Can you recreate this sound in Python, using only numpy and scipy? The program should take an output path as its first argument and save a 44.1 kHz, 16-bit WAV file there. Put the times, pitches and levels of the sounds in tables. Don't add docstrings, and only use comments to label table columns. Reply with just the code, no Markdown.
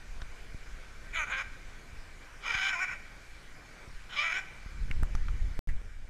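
import sys
import numpy as np
from scipy import signal
from scipy.fft import rfft, irfft, next_fast_len
from scipy.io import wavfile
from scipy.ndimage import uniform_filter1d, map_coordinates

SR = 44100
rng = np.random.default_rng(int(sys.argv[2]) if len(sys.argv) > 2 else 0)


def put_to_file(sound):
    columns = np.atleast_2d(sound).T
    safe = np.clip(columns, -1, 1)
    whole_steps = np.round(safe * 32767)
    wavfile.write(sys.argv[1], SR, whole_steps.astype(np.int16))


N = 268965

# (time [s], level [dB])
WATER_LEVEL = [(0, -54.5), (4.6, -55), (5.6, -55), (5.7, -58), (6.1, -60.5)]
# (frequency [Hz], relative density [dB])
WATER_SPECTRUM = [(71, -7), (120, -5), (260, -10.5), (432, -11.5), (917, -14.5), (1430, -12.5),
                  (2290, -11.5), (2700, -19), (6730, -23.5), (14600, -41), (15500, -62.5)]
# (time [s], level [dB])
DRAUGHT_LEVEL = [(0, -41), (2.1, -46.5), (2.6, -51.5), (3.5, -49.5), (4.5, -48.5), (4.85, -28.5),
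                 (5.45, -25.5), (5.7, -31.5), (6.1, -40.5)]
# (frequency [Hz], relative density [dB])
DRAUGHT_SPECTRUM = [(4.7, -34), (8.0, 2.5), (19, 1.5), (41, -6.5), (308, -43.5), (400, -50.5), (520, -60),
                    (880, -120)]
# (time [s], knock peak [dB], knock [Hz], snap [dB re knock], snap [Hz], t60 [s])
FINGER_TICKS = [(0.217, -36, 1450, -3.5, 3600, 0.019), (4.912, -26.5, 2180, -26, 4930, 0.0077),
                (5.032, -27, 1190, -11, 9600, 0.0066), (5.151, -29.5, 1160, -7, 5300, 0.011),
                (5.283, -32.5, 1370, -25.5, 2500, 0.026), (5.687, -37.5, 1920, -14.5, 7050, 0.11)]
# (time [s], peak [dB], time constant [s])
LOW_PULSES = [(0.221, -32, 0.0057), (0.546, -31.5, 0.0029), (1.93, -35.5, 0.0049), (2.55, -35, 0.0027),
              (3.877, -38.2, 0.002), (4.661, -32, 0.0042), (4.907, -24, 0.0053), (5.027, -18, 0.0043),
              (5.149, -18, 0.0096), (5.567, -24, 0.041), (5.689, -24, 0.0097)]
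# (time [s], effort as windpipe level [dB], mouth [Hz], beak [dB re windpipe])
SQUAWKS = [
    [(1.12, -65.5, 6930, -18), (1.145, -45.5, 6800, -9.5), (1.17, -37.5, 6660, -4),
     (1.21, -34.5, 6470, -18), (1.245, -43, 6320, -21), (1.268, -53, 6430, -18), (1.31, -44.5, 6850, -10),
     (1.335, -37, 6250, -9), (1.385, -40, 6400, -9), (1.42, -42, 6550, -10), (1.445, -64, 6700, -23)],
    [(2.4, -62, 5920, 1), (2.45, -48.5, 6370, -4), (2.485, -37, 6400, -10), (2.55, -40.5, 6270, -5.5),
     (2.625, -36, 6480, -4), (2.692, -38.5, 6630, -1.5), (2.712, -41.5, 6770, -20),
     (2.742, -36.5, 6740, -20.5), (2.785, -40, 6420, -26.5), (2.812, -39, 6800, -26),
     (2.828, -30.5, 6890, -28), (2.87, -45.5, 6620, -22.5), (2.89, -40, 6800, -27),
     (2.935, -42.5, 6650, -25), (2.97, -60, 6740, -14)],
    [(4.08, -66, 6880, 1), (4.14, -51.5, 6680, 6.5), (4.175, -39, 6400, -1.5), (4.197, -32.5, 6220, -4),
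     (4.235, -35, 6600, -8), (4.306, -36, 6400, -13.5), (4.36, -41.5, 6650, -7.5), (4.39, -41.5, 7050, -11),
     (4.42, -52.5, 6500, -14)],
]
# (start [s], pulse-pair rate from [Hz], to [Hz], throat [Hz], base roughness [0-1],
# evenness of the two pulses [0-1], base throat, lower mouth, upper mouth [each dB re windpipe])
VOCAL_POSTURES = [(1.119, 317.9, 323.5, 1580, 0.43, 0.65, -6, -28, -12.5),
                  (1.169, 328.3, 278.6, 1390, 0.31, 0, -2, -37, -12),
                  (1.275, 283, 290, 1410, 0.51, .1, 1.5, -31, -13.5),
                  (1.322, 259.5, 262.6, 1560, 0.4, .45, -1, -30, -20),
                  (1.37, 266, 280.2, 1490, 0.2, 0.6, 0, -17.5, -14),
                  (2.4, 479.7, 471.6, 1300, 0.6, 0, -2.5, -12.5, -15),
                  (2.523, 389.4, 374.2, 1490, .62, 0.57, -1.5, -11, -12),
                  (2.7, 374, 370.9, 1555, 0.69, 0.6, -3, -15, -17.5),
                  (2.75, 343.7, 338.6, 1060, 0.24, 0, -1.5, -15, -15),
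                  (2.803, 381.8, 384.2, 1544, 0.39, 0.02, -1.5, -14.5, -15.5),
                  (2.845, 380, 392.5, 1520, 0.72, .3, -6, -19.5, -20),
                  (4.08, 290.9, 291.4, 1440, .5, .87, 2, -8, -11),
                  (4.159, 288.8, 298.2, 1200, 0.34, 1, -5, -11, -17.5),
                  (4.233, 326.8, 325.5, 1420, 0.45, 0.2, -4.5, -18, -18),
                  (4.318, 371.5, 390.6, 1540, 0.54, .4, -4, -14.5, -16.5)]
# (frequency [Hz], width [Hz], gain [dB])
WINDPIPE_MODES = [(1950, 160, -5), (2300, 150, 0), (2480, 200, -5)]
# (frequency [Hz], width [Hz], gain [dB])
BEAK_MODES = [(2980, 260, 0), (3540, 450, -4), (4040, 420, -7)]
# (multiple of the mouth frequency [ratio], width [Hz], gain [dB])
UPPER_MOUTH_BANDS = [(1, 625, 7), (1.45, 690, -8), (1.88, 800, -15.5)]
# (frequency [Hz], t60 [s])
HALL_DECAY = [(300, .6), (1500, 0.86), (2300, 1), (3000, 0.83), (4000, 0.8), (10000, 0.4)]
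# (frequency [Hz], width [Hz], gain [dB])
MIC_PORT_MODES = [(1530, 132, -0.5), (1890, 65, -7), (2344, 135, -2), (2975, 53, -2), (4880, 78, -9.5)]

POSTURE_SHIFT_S = 0.016
FULL_EFFORT_DB, ROUGH_PER_DB, THROAT_PER_DB = -38, 0.08, 0.18
SILENCE_FROM_S, SILENCE_TO_S = 5.592, 5.6735
ROLLOFF_HZ, TOP_HZ = 14800, 16300


def amp(db):
    return 10 ** (np.asarray(db) / 20)


def unit(x):
    return x / np.sqrt(np.mean(x ** 2) + 1e-20)


def along(points, hz):
    f, values = np.transpose(points)
    return np.interp(np.log(hz + 1), np.log(f + 1), values)


def curves(rows, t):
    times, *columns = np.transpose(rows)
    return [np.interp(t, times, column) for column in columns]


def wobble(rate, size):
    knots = rng.standard_normal(int(size * rate / SR) + 4)
    return map_coordinates(knots, [np.arange(size) * rate / SR])


def filtered(x, response):
    size = next_fast_len(len(x) + 8192)
    return irfft(rfft(x, size) * response(np.fft.rfftfreq(size, 1 / SR)), size)[:len(x)]


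def peak(f, hz, width_hz):
    return 1j * f * width_hz / (hz * hz - f * f + 1j * f * width_hz)


def modes(f, table):
    return sum((-1) ** k * amp(db) * peak(f, hz, width) for k, (hz, width, db) in enumerate(table))


def moving(x, track_hz, response):
    steps = np.linspace(track_hz.min() - 1, track_hz.max() + 1, num=5)
    fades = np.clip(1 - abs(track_hz - steps[:, None]) / (steps[1] - steps[0]), 0, 1)
    return sum(fade * filtered(x, lambda f: response(f, hz)) for fade, hz in zip(fades, steps))


def water():
    spectra = signal.stft(rng.standard_normal(N), nperseg=512)[2]
    patches = uniform_filter1d(rng.standard_normal(spectra.shape), 6, axis=0)
    patches = uniform_filter1d(patches, 14, axis=1)
    noise = signal.istft(spectra * amp(1.78 * unit(patches)), nperseg=512)[1][:N]
    hiss = filtered(noise, lambda f: amp(along(WATER_SPECTRUM, f)))
    level_db = curves(WATER_LEVEL, np.arange(N) / SR)[0]
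    return amp(level_db) * unit(hiss)


def draught():
    push = filtered(rng.standard_normal(N), lambda f: amp(along(DRAUGHT_SPECTRUM, f)))
    lumps = amp(2.5 * wobble(12, N))
    level_db = curves(DRAUGHT_LEVEL, np.arange(N) / SR)[0]
    return amp(level_db) * unit(lumps * push)


def fingers():
    out, t = np.zeros(N + SR), np.arange(SR // 4) / SR
    for start, db, knock_hz, snap_db, snap_hz, t60 in FINGER_TICKS:
        burst = rng.standard_normal(len(t)) * amp(-60 * t / t60) * (1 - np.exp(-t / 0.00083))
        knock = filtered(burst, lambda f: peak(f, knock_hz, 460) * peak(f, 0.63 * knock_hz, 1400))
        snap = filtered(burst, lambda f: peak(f, snap_hz, 0.47 * snap_hz) ** 2)
        tick = knock / abs(knock).max() + amp(snap_db) * snap / abs(snap).max()
        out[round(start * SR):][:len(t)] += amp(db) * tick
    return out[:N]


def low_pulses():
    out, t = np.zeros(N + SR), np.arange(SR // 4) / SR
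    for start, db, tau in LOW_PULSES:
        age = t / tau
        pulse = age * (2 - age) * np.exp(-age)
        out[round(start * SR):][:len(t)] += amp(db) * pulse / pulse.max()
    return out[:N]


def posture(t):
    rows = [row for row in VOCAL_POSTURES if t[0] - POSTURE_SHIFT_S < row[0] < t[-1]]
    ends = [row[0] for row in rows[1:]] + [t[-1]]
    knots = []
    for (start, from_hz, to_hz, *held), end in zip(rows, ends):
        knots.append((start + POSTURE_SHIFT_S / 2, from_hz, *held))
        knots.append((end - POSTURE_SHIFT_S / 2, to_hz, *held))
    return curves(knots, t)


def syrinx(pair_hz, rough, even):
    size = len(rough)
    rough, even = np.clip(rough, 0, 1), np.clip(even, 0, 1)
    waver = 0.0306 * wobble(120, size) + 0.03 * wobble(30, size)
    count = np.cumsum(2 * pair_hz * (1 + rough * waver)) / SR
    beats = np.arange(1, int(count[-1]) - 1)
    jitter = 0.096 * rng.standard_normal(len(beats)) * np.interp(beats, count, rough)
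    at = np.interp(beats + jitter, count, np.arange(size))
    i = at.astype(int)
    strength = np.where(beats % 2, 1, even[i]) * amp(5.8 * rough[i] * rng.standard_normal(len(i)))
    pulses = np.bincount(i, strength * (1 - at + i), size + 1)
    pulses += np.bincount(i + 1, strength * (at - i), size + 1)
    air = unit(rng.standard_normal(size) * (1 + 0.39 * np.cos(np.pi * count)))
    flutter = amp(4.4 * rough * np.tanh(wobble(59.07, size)))
    falling_sweep = lambda f: np.exp(1j * np.pi * 0.004 * (f - 4500).clip(0) ** 2 / 4500)
    buzz = unit(filtered(pulses[:size], falling_sweep) / np.sqrt(pair_hz * (1 + even ** 2)))
    voiced = np.sqrt(1 - rough ** 3) * buzz + rough ** 1.5 * air
    return flutter * voiced, flutter * air


def throat_response(f, hz):
    return (peak(f, hz, 260) - amp(-14) * peak(f, 0.43 * hz, 550)) * peak(f, 1087, 1830) ** 2


def lower_mouth(f, hz):
    return peak(f, 0.81 * hz, 280) * peak(f, 0.78 * hz, 1500)


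def upper_mouth(f, hz):
    return sum(amp(db) * peak(f, ratio * hz, width) ** 2 for ratio, width, db in UPPER_MOUTH_BANDS)


def macaw():
    out = np.zeros(N)
    for squawk in SQUAWKS:
        start, stop = round(squawk[0][0] * SR), round(squawk[-1][0] * SR)
        t = np.arange(start, stop) / SR
        effort_db, mouth_hz, beak_db = curves(squawk, t)
        pair_hz, throat_hz, rough, even, throat_db, lower_db, upper_db = posture(t)
        slack_db = FULL_EFFORT_DB - effort_db
        voiced, air = syrinx(pair_hz, rough + ROUGH_PER_DB * slack_db.clip(0), even)
        breathy = voiced + 0.3 * air
        throat = moving(voiced, throat_hz, throat_response)
        windpipe = filtered(voiced, lambda f: modes(f, WINDPIPE_MODES) * peak(f, 2260, 1750) ** 2)
        beak = filtered(voiced, lambda f: modes(f, BEAK_MODES) * peak(f, 3420, 1500) ** 2)
        voice = (unit(windpipe)
                 - amp(throat_db + THROAT_PER_DB * slack_db) * unit(throat)
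                 - amp(beak_db) * unit(beak)
                 + amp(lower_db) * unit(moving(breathy, mouth_hz, lower_mouth))
                 + amp(upper_db) * unit(moving(breathy, mouth_hz, upper_mouth)))
        fade = np.clip(np.minimum(t - t[0], t[-1] - t) / 0.0085, 0, 1)
        out[start:stop] += fade * amp(effort_db) * voice
    return out


def hall(x):
    hz, t, spectra = signal.stft(rng.standard_normal(SR), SR, nperseg=256)
    decay = amp(-60 * t / along(HALL_DECAY, hz)[:, None])
    tail = signal.istft(spectra * decay, SR, nperseg=256)[1]
    return signal.fftconvolve(np.pad(x, (700, 0)), tail / np.linalg.norm(tail))[:N]


def scene():
    bird = macaw()
    airborne = bird + amp(-16) * hall(bird) + water()
    mic_port = lambda f: 1 + sum(amp(db) * peak(f, hz, width) for hz, width, db in MIC_PORT_MODES)
    return (filtered(airborne, mic_port) + draught() + fingers() + low_pulses())[None]


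def record(dry):
    t = np.arange(N) / SR
    gated = dry[0] * ((t < SILENCE_FROM_S) | (t > SILENCE_TO_S))
    return filtered(gated, lambda hz: (hz < TOP_HZ) / np.sqrt(1 + (hz / ROLLOFF_HZ) ** 24))[None]


dry = scene()
out = record(dry)
put_to_file(out)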